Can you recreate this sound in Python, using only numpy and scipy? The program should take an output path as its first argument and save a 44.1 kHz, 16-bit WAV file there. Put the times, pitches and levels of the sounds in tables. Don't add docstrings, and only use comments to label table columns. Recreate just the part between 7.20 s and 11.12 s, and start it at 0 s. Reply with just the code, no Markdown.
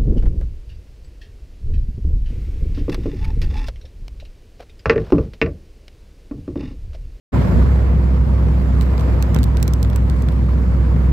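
import sys
import numpy as np
from scipy import signal
from scipy.fft import rfft, irfft, next_fast_len
from scipy.io import wavfile
from scipy.ndimage import uniform_filter1d, map_coordinates

SR = 44100
rng = np.random.default_rng(int(sys.argv[2]) if len(sys.argv) > 2 else 0)


def store_pcm(level_fs):
    pcm = np.round(np.clip(level_fs, -1, 1) * 32767).astype(np.int16)
    wavfile.write(sys.argv[1], SR, np.atleast_2d(pcm).T)


N = 172872

# time in seconds, turns per second.
CRANK_SPEED = [(0.3, 21.6), (1.5, 21.42), (2.7, 21.29), (3.9, 21.17)]
# time in seconds, level in dB.
DRONE_LEVEL = [(0.13, -11.5), (0.37, -12), (0.6, -13.5), (1.6, -14), (2.3, -15.3), (3.2, -15.5), (3.9, -13)]
# multiple of the crank speed, relative level in dB.
ENGINE_TONES = [(3.5, -26), (4.5, -14.5), (5, -11.5), (5.5, -23.5), (6, -23), (7, -15), (7.5, -18.5),
                (8, -26), (9, -19), (9.5, -24.5), (11, -23), (12, -21.5), (13, -36), (15, -42), (16, -24.5),
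                (17, -34), (22.5, -30), (24, -32), (25, -38), (28.5, -36.5)]
# time in seconds, level in dB.
TYRE_LEVEL = [(0.13, -13.5), (0.35, -15.5), (0.6, -22), (1.3, -21.5), (1.7, -22.5), (2.15, -20.5),
              (2.4, -24.5), (3.4, -23.5), (3.9, -19.5)]
WIND_LEVEL = [(0.13, -26), (0.35, -28.5), (0.6, -31.5), (0.9, -33.5), (1.2, -33), (1.5, -33), (1.9, -30.5),
              (2.17, -33), (2.3, -33.5), (3.1, -35), (3.5, -34), (3.9, -33)]
SNOW_LEVEL = [(0.13, -48), (0.35, -49.5), (0.7, -55), (1.5, -53), (1.9, -51.5), (2.3, -54.5), (3.9, -54)]
# frequency in Hz, relative level in dB.
TYRE_SPECTRUM = [(15, -28), (27, -19.5), (40, -3.5), (52, 5), (66, 0.5), (80, -1), (105, -2), (160, -1),
                 (200, -7), (260, -10.5), (330, -21.5), (500, -28), (1200, -70)]
WIND_SPECTRUM = [(150, -30.5), (300, 0), (400, 0.5), (490, 0.5), (600, -3), (780, -7.5), (980, -5.5),
                 (1150, -7.5), (1400, -11.5), (2200, -16.5), (3100, -26.5), (5000, -36.5), (9000, -70)]
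SNOW_SPECTRUM = [(1200, -28), (3000, 0), (4500, 0.5), (6100, -5), (7600, -4), (9800, -13.5), (12300, -7),
                 (14200, -12.5), (15500, -13), (16500, -27)]
# frequency in Hz, likeness (0 none, 1 or more full).
STEREO_LIKENESS = [(60, 0.5), (130, 1.07), (290, 0.45), (640, .5), (1400, 0.06), (3000, 0), (15000, 0)]
# frequency in Hz, left minus right in dB.
STEREO_BALANCE = [(60, -1.5), (110, 2.5), (380, -3.5), (700, 0.5), (1300, -5), (2400, -2), (4400, -0.5),
                  (15000, 0.5)]
# start in seconds, gain in dB, brightness in dB per octave,
# left minus right in dB at 6000 Hz, ringing frequency in Hz, length of the slip in seconds.
PLASTIC_SLIPS = [(1.6105, -34.5, -1, -14.5, 6270, .0012), (1.621, -34.5, -1, -8, 4170, .0004),
                 (1.6285, -42, -1, -3, 14100, 0.0013), (1.657, -45, -6, -4, 5000, .0005),
                 (1.7035, -43, -4.5, -4, 5500, .0005), (1.7797, -32, -3.5, 4, 4600, 0.00022),
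                 (1.7955, -34, -2, -3, 4400, .0002), (1.7998, -39.5, -1, 2.5, 7000, .0004),
                 (1.8087, -33.5, -2, -1, 4500, .0003), (2.0249, -24.5, -1.6, -9, 4000, .001),
                 (2.1457, -27, 1, -8.5, 5760, 0.0011), (2.1626, -27.5, -5, -7.5, 3600, 0.00028),
                 (2.1878, -32, -3.5, -7.5, 8040, .001), (2.2311, -30, -0.5, -10.5, 7800, .0012),
                 (2.2392, -29, -0.5, -12.5, 3830, .0012), (2.3698, -31, -2.5, -4, 4600, 0.002),
                 (2.4005, -42, -6, -15, 6000, 0.00088), (2.4277, -21.5, .5, -12.5, 5700, 0.00072),
                 (2.4784, -31, -1.5, -15, 5800, 0.0015), (2.5358, -31.5, 1, -14.5, 5530, 0.0009),
                 (2.6287, -29.5, 2, -11.5, 7000, .001), (2.648, -35.5, -9, -17, 3800, 0.0011),
                 (2.7, -38, -1.5, -6, 3300, .001), (2.7313, -42.5, -5, -14, 3500, .001),
                 (2.7603, -30, .5, -12, 8200, .001), (2.898, -32.5, -3, -4.5, 6000, 0.0012),
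                 (2.9645, -44.5, -0.5, 2, 12000, .001), (3.0217, -37, 2, 0, 8100, 0.0015),
                 (3.086, -32, -7.5, -11.5, 2620, 0.0013), (3.121, -43, -1, -5, 3800, 0.00089)]
# frequency in Hz, relative level in dB.
PLASTIC_SPECTRUM = [(500, -25), (1500, -2.5), (3000, 0.5), (4000, 3), (4900, -1), (5700, 0.5), (6500, -3),
                    (8000, 0.5), (10300, -11.5), (11600, -3), (13000, -1), (14000, -7.5), (15500, -6),
                    (17000, -24)]
# frequency in Hz, relative level in dB, seconds to fade by 60 dB.
KNOCK_TONES = [(188, 7.5, 0.022), (330, -3, .02), (484, -9.5, 0.035), (805, -6, 0.01), (1290, -8, 0.0071)]

FIRINGS_PER_TURN = 3


def gain(db):
    return 10 ** (np.asarray(db) / 20)


def normalise(x):
    return x / np.sqrt(np.mean(x ** 2) + 1e-20)


def over_frequency(rows, hz):
    frequencies, values = np.transpose(rows)
    return np.interp(np.log(hz + 1), np.log(frequencies + 1), values)


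def over_time(rows):
    return np.interp(np.arange(N) / SR, *np.transpose(rows))


def wobble(rate):
    return map_coordinates(rng.standard_normal(2048), [np.arange(N) * rate / SR + 2], mode="mirror")


def filtered(x, response):
    size = next_fast_len(N + SR // 2)
    return irfft(rfft(x, size) * response(np.fft.rfftfreq(size, 1 / SR)), size)[..., :N]


def pan(balance_db):
    return gain(np.array([[.5], [-.5]]) * balance_db)


def rushing_noise(spectrum, patchy_db):
    def shared_and_opposite(hz):
        width = np.arccos(np.clip(over_frequency(STEREO_LIKENESS, hz), -1, 1)) / 2
        return gain(over_frequency(spectrum, hz)) * [np.cos(width), np.sin(width)]

    slices = signal.stft(rng.standard_normal((2, N)), nperseg=512)[2]
    patches = uniform_filter1d(rng.standard_normal(slices.shape[1:]), size=6, axis=0)
    patches = normalise(uniform_filter1d(patches, size=10, axis=1))
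    noise = signal.istft(slices * gain(patchy_db * patches), nperseg=512)[1][:, :N]
    shared, opposite = filtered(noise, shared_and_opposite)
    stereo = np.array([shared + opposite, shared - opposite])
    return normalise(filtered(stereo, lambda hz: pan(over_frequency(STEREO_BALANCE, hz))))


def engine(crank_angle, tones_db=-15.5, waver_db=0.2, rough_db=1.82, drift_radians=.18):
    level = gain(over_time(DRONE_LEVEL) + waver_db * wobble(14))
    sound = level * np.sin(FIRINGS_PER_TURN * crank_angle) * pan(-1.2)
    for multiple, db in ENGINE_TONES:
        phase = multiple * crank_angle + rng.uniform(0, 2 * np.pi) + drift_radians * wobble(6)
        spread = np.array([[1], [-1]]) * 0.017 * multiple
        sound += gain(tones_db + db + rough_db * wobble(7)) * np.sin(phase + spread)
    return np.sqrt(2) * sound


def tyres(bumpy_db=1.1):
    level = gain(over_time(TYRE_LEVEL) + bumpy_db * wobble(18))
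    return level * rushing_noise(TYRE_SPECTRUM, patchy_db=-0.34)


def wind_and_snow(crank_angle, flutter_db=0.42, swirl_db=1):
    throb = 1 + 0.055 * np.sin(FIRINGS_PER_TURN * crank_angle)
    shake = gain(flutter_db * wobble(12) + swirl_db * wobble(150)) * throb
    air = gain(over_time(WIND_LEVEL)) * rushing_noise(WIND_SPECTRUM, patchy_db=0.83)
    snow = gain(over_time(SNOW_LEVEL)) * rushing_noise(SNOW_SPECTRUM, patchy_db=1.64)
    return shake * air + np.sqrt(shake) * snow


def plastic_ticks(rise_s=0.00021, fade_s=0.008, echo_db=-21, echo_s=0.063, ring_db=4.5):
    size, lead = 4096, 128
    t = np.maximum(np.arange(size) - lead, 0) / SR
    hz = np.fft.rfftfreq(size, 1 / SR)
    pitch_ratio = np.maximum(hz, 1500) / 6000
    shadow = pitch_ratio ** 0.26
    rise = np.minimum(t / rise_s, 1)
    echo = gain(echo_db - 60 * t / echo_s)
    plastic_db = over_frequency(PLASTIC_SPECTRUM, hz)
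    sound = np.zeros((2, N + size))
    for start_s, db, brightness, balance_db, ring_hz, slip_s in PLASTIC_SLIPS:
        scrape = gain(-60 * np.maximum(t - slip_s, 0) / fade_s)
        burst = rise * (scrape + echo) * rng.standard_normal((2, size))
        octaves_away = np.log2((hz + 1) / ring_hz)
        peak_db = ring_db / (1 + (octaves_away / 0.079) ** 2)
        tone = normalise(gain(plastic_db + peak_db + brightness * np.log2(pitch_ratio)))
        tick = irfft(rfft(burst) * tone * pan(balance_db * shadow))
        start = round(start_s * SR) - lead
        sound[:, start:start + size] += gain(db) * tick
    return sound[:, :N]


def dashboard_knock(start_s=2.1632, ring_db=-12.5, shudder_db=-29, shudder_s=0.017):
    t = np.arange(N) / SR - start_s
    age = np.maximum(t, 0)
    ring = sum(gain(db - 60 * age / fade_s) * np.sin(2 * np.pi * hz * age)
               for hz, db, fade_s in KNOCK_TONES)
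    shudder = np.exp(-.5 * (t / shudder_s) ** 2) * rushing_noise(WIND_SPECTRUM, patchy_db=1)
    return pan(-3) * (gain(ring_db) * ring + gain(shudder_db) * shudder)


def scene():
    crank_angle = 2 * np.pi * np.cumsum(over_time(CRANK_SPEED)) / SR
    driving = engine(crank_angle) + tyres() + wind_and_snow(crank_angle)
    return driving + plastic_ticks() + dashboard_knock()


def record(dry, start_s=0.12, full_bass_s=0.334, fade_s=0.026, top_hz=16400, left_early_s=.00012):
    def fade_in(at_s):
        return np.clip((np.arange(N) / SR - at_s) / fade_s, 0, 1)

    def cut_bass(x, hz):
        return signal.sosfilt(signal.butter(2, hz, "highpass", fs=SR, output="sos"), x)

    opened = dry * fade_in(start_s)
    fullness = fade_in(full_bass_s)
    sound = (1 - fullness) * cut_bass(opened, hz=88) + fullness * cut_bass(opened, hz=33)
    shift_s = np.array([[.5], [-.5]]) * left_early_s
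    return filtered(sound, lambda hz: (hz < top_hz) * np.exp(2j * np.pi * hz * shift_s))


dry = scene()
out = record(dry)
store_pcm(out)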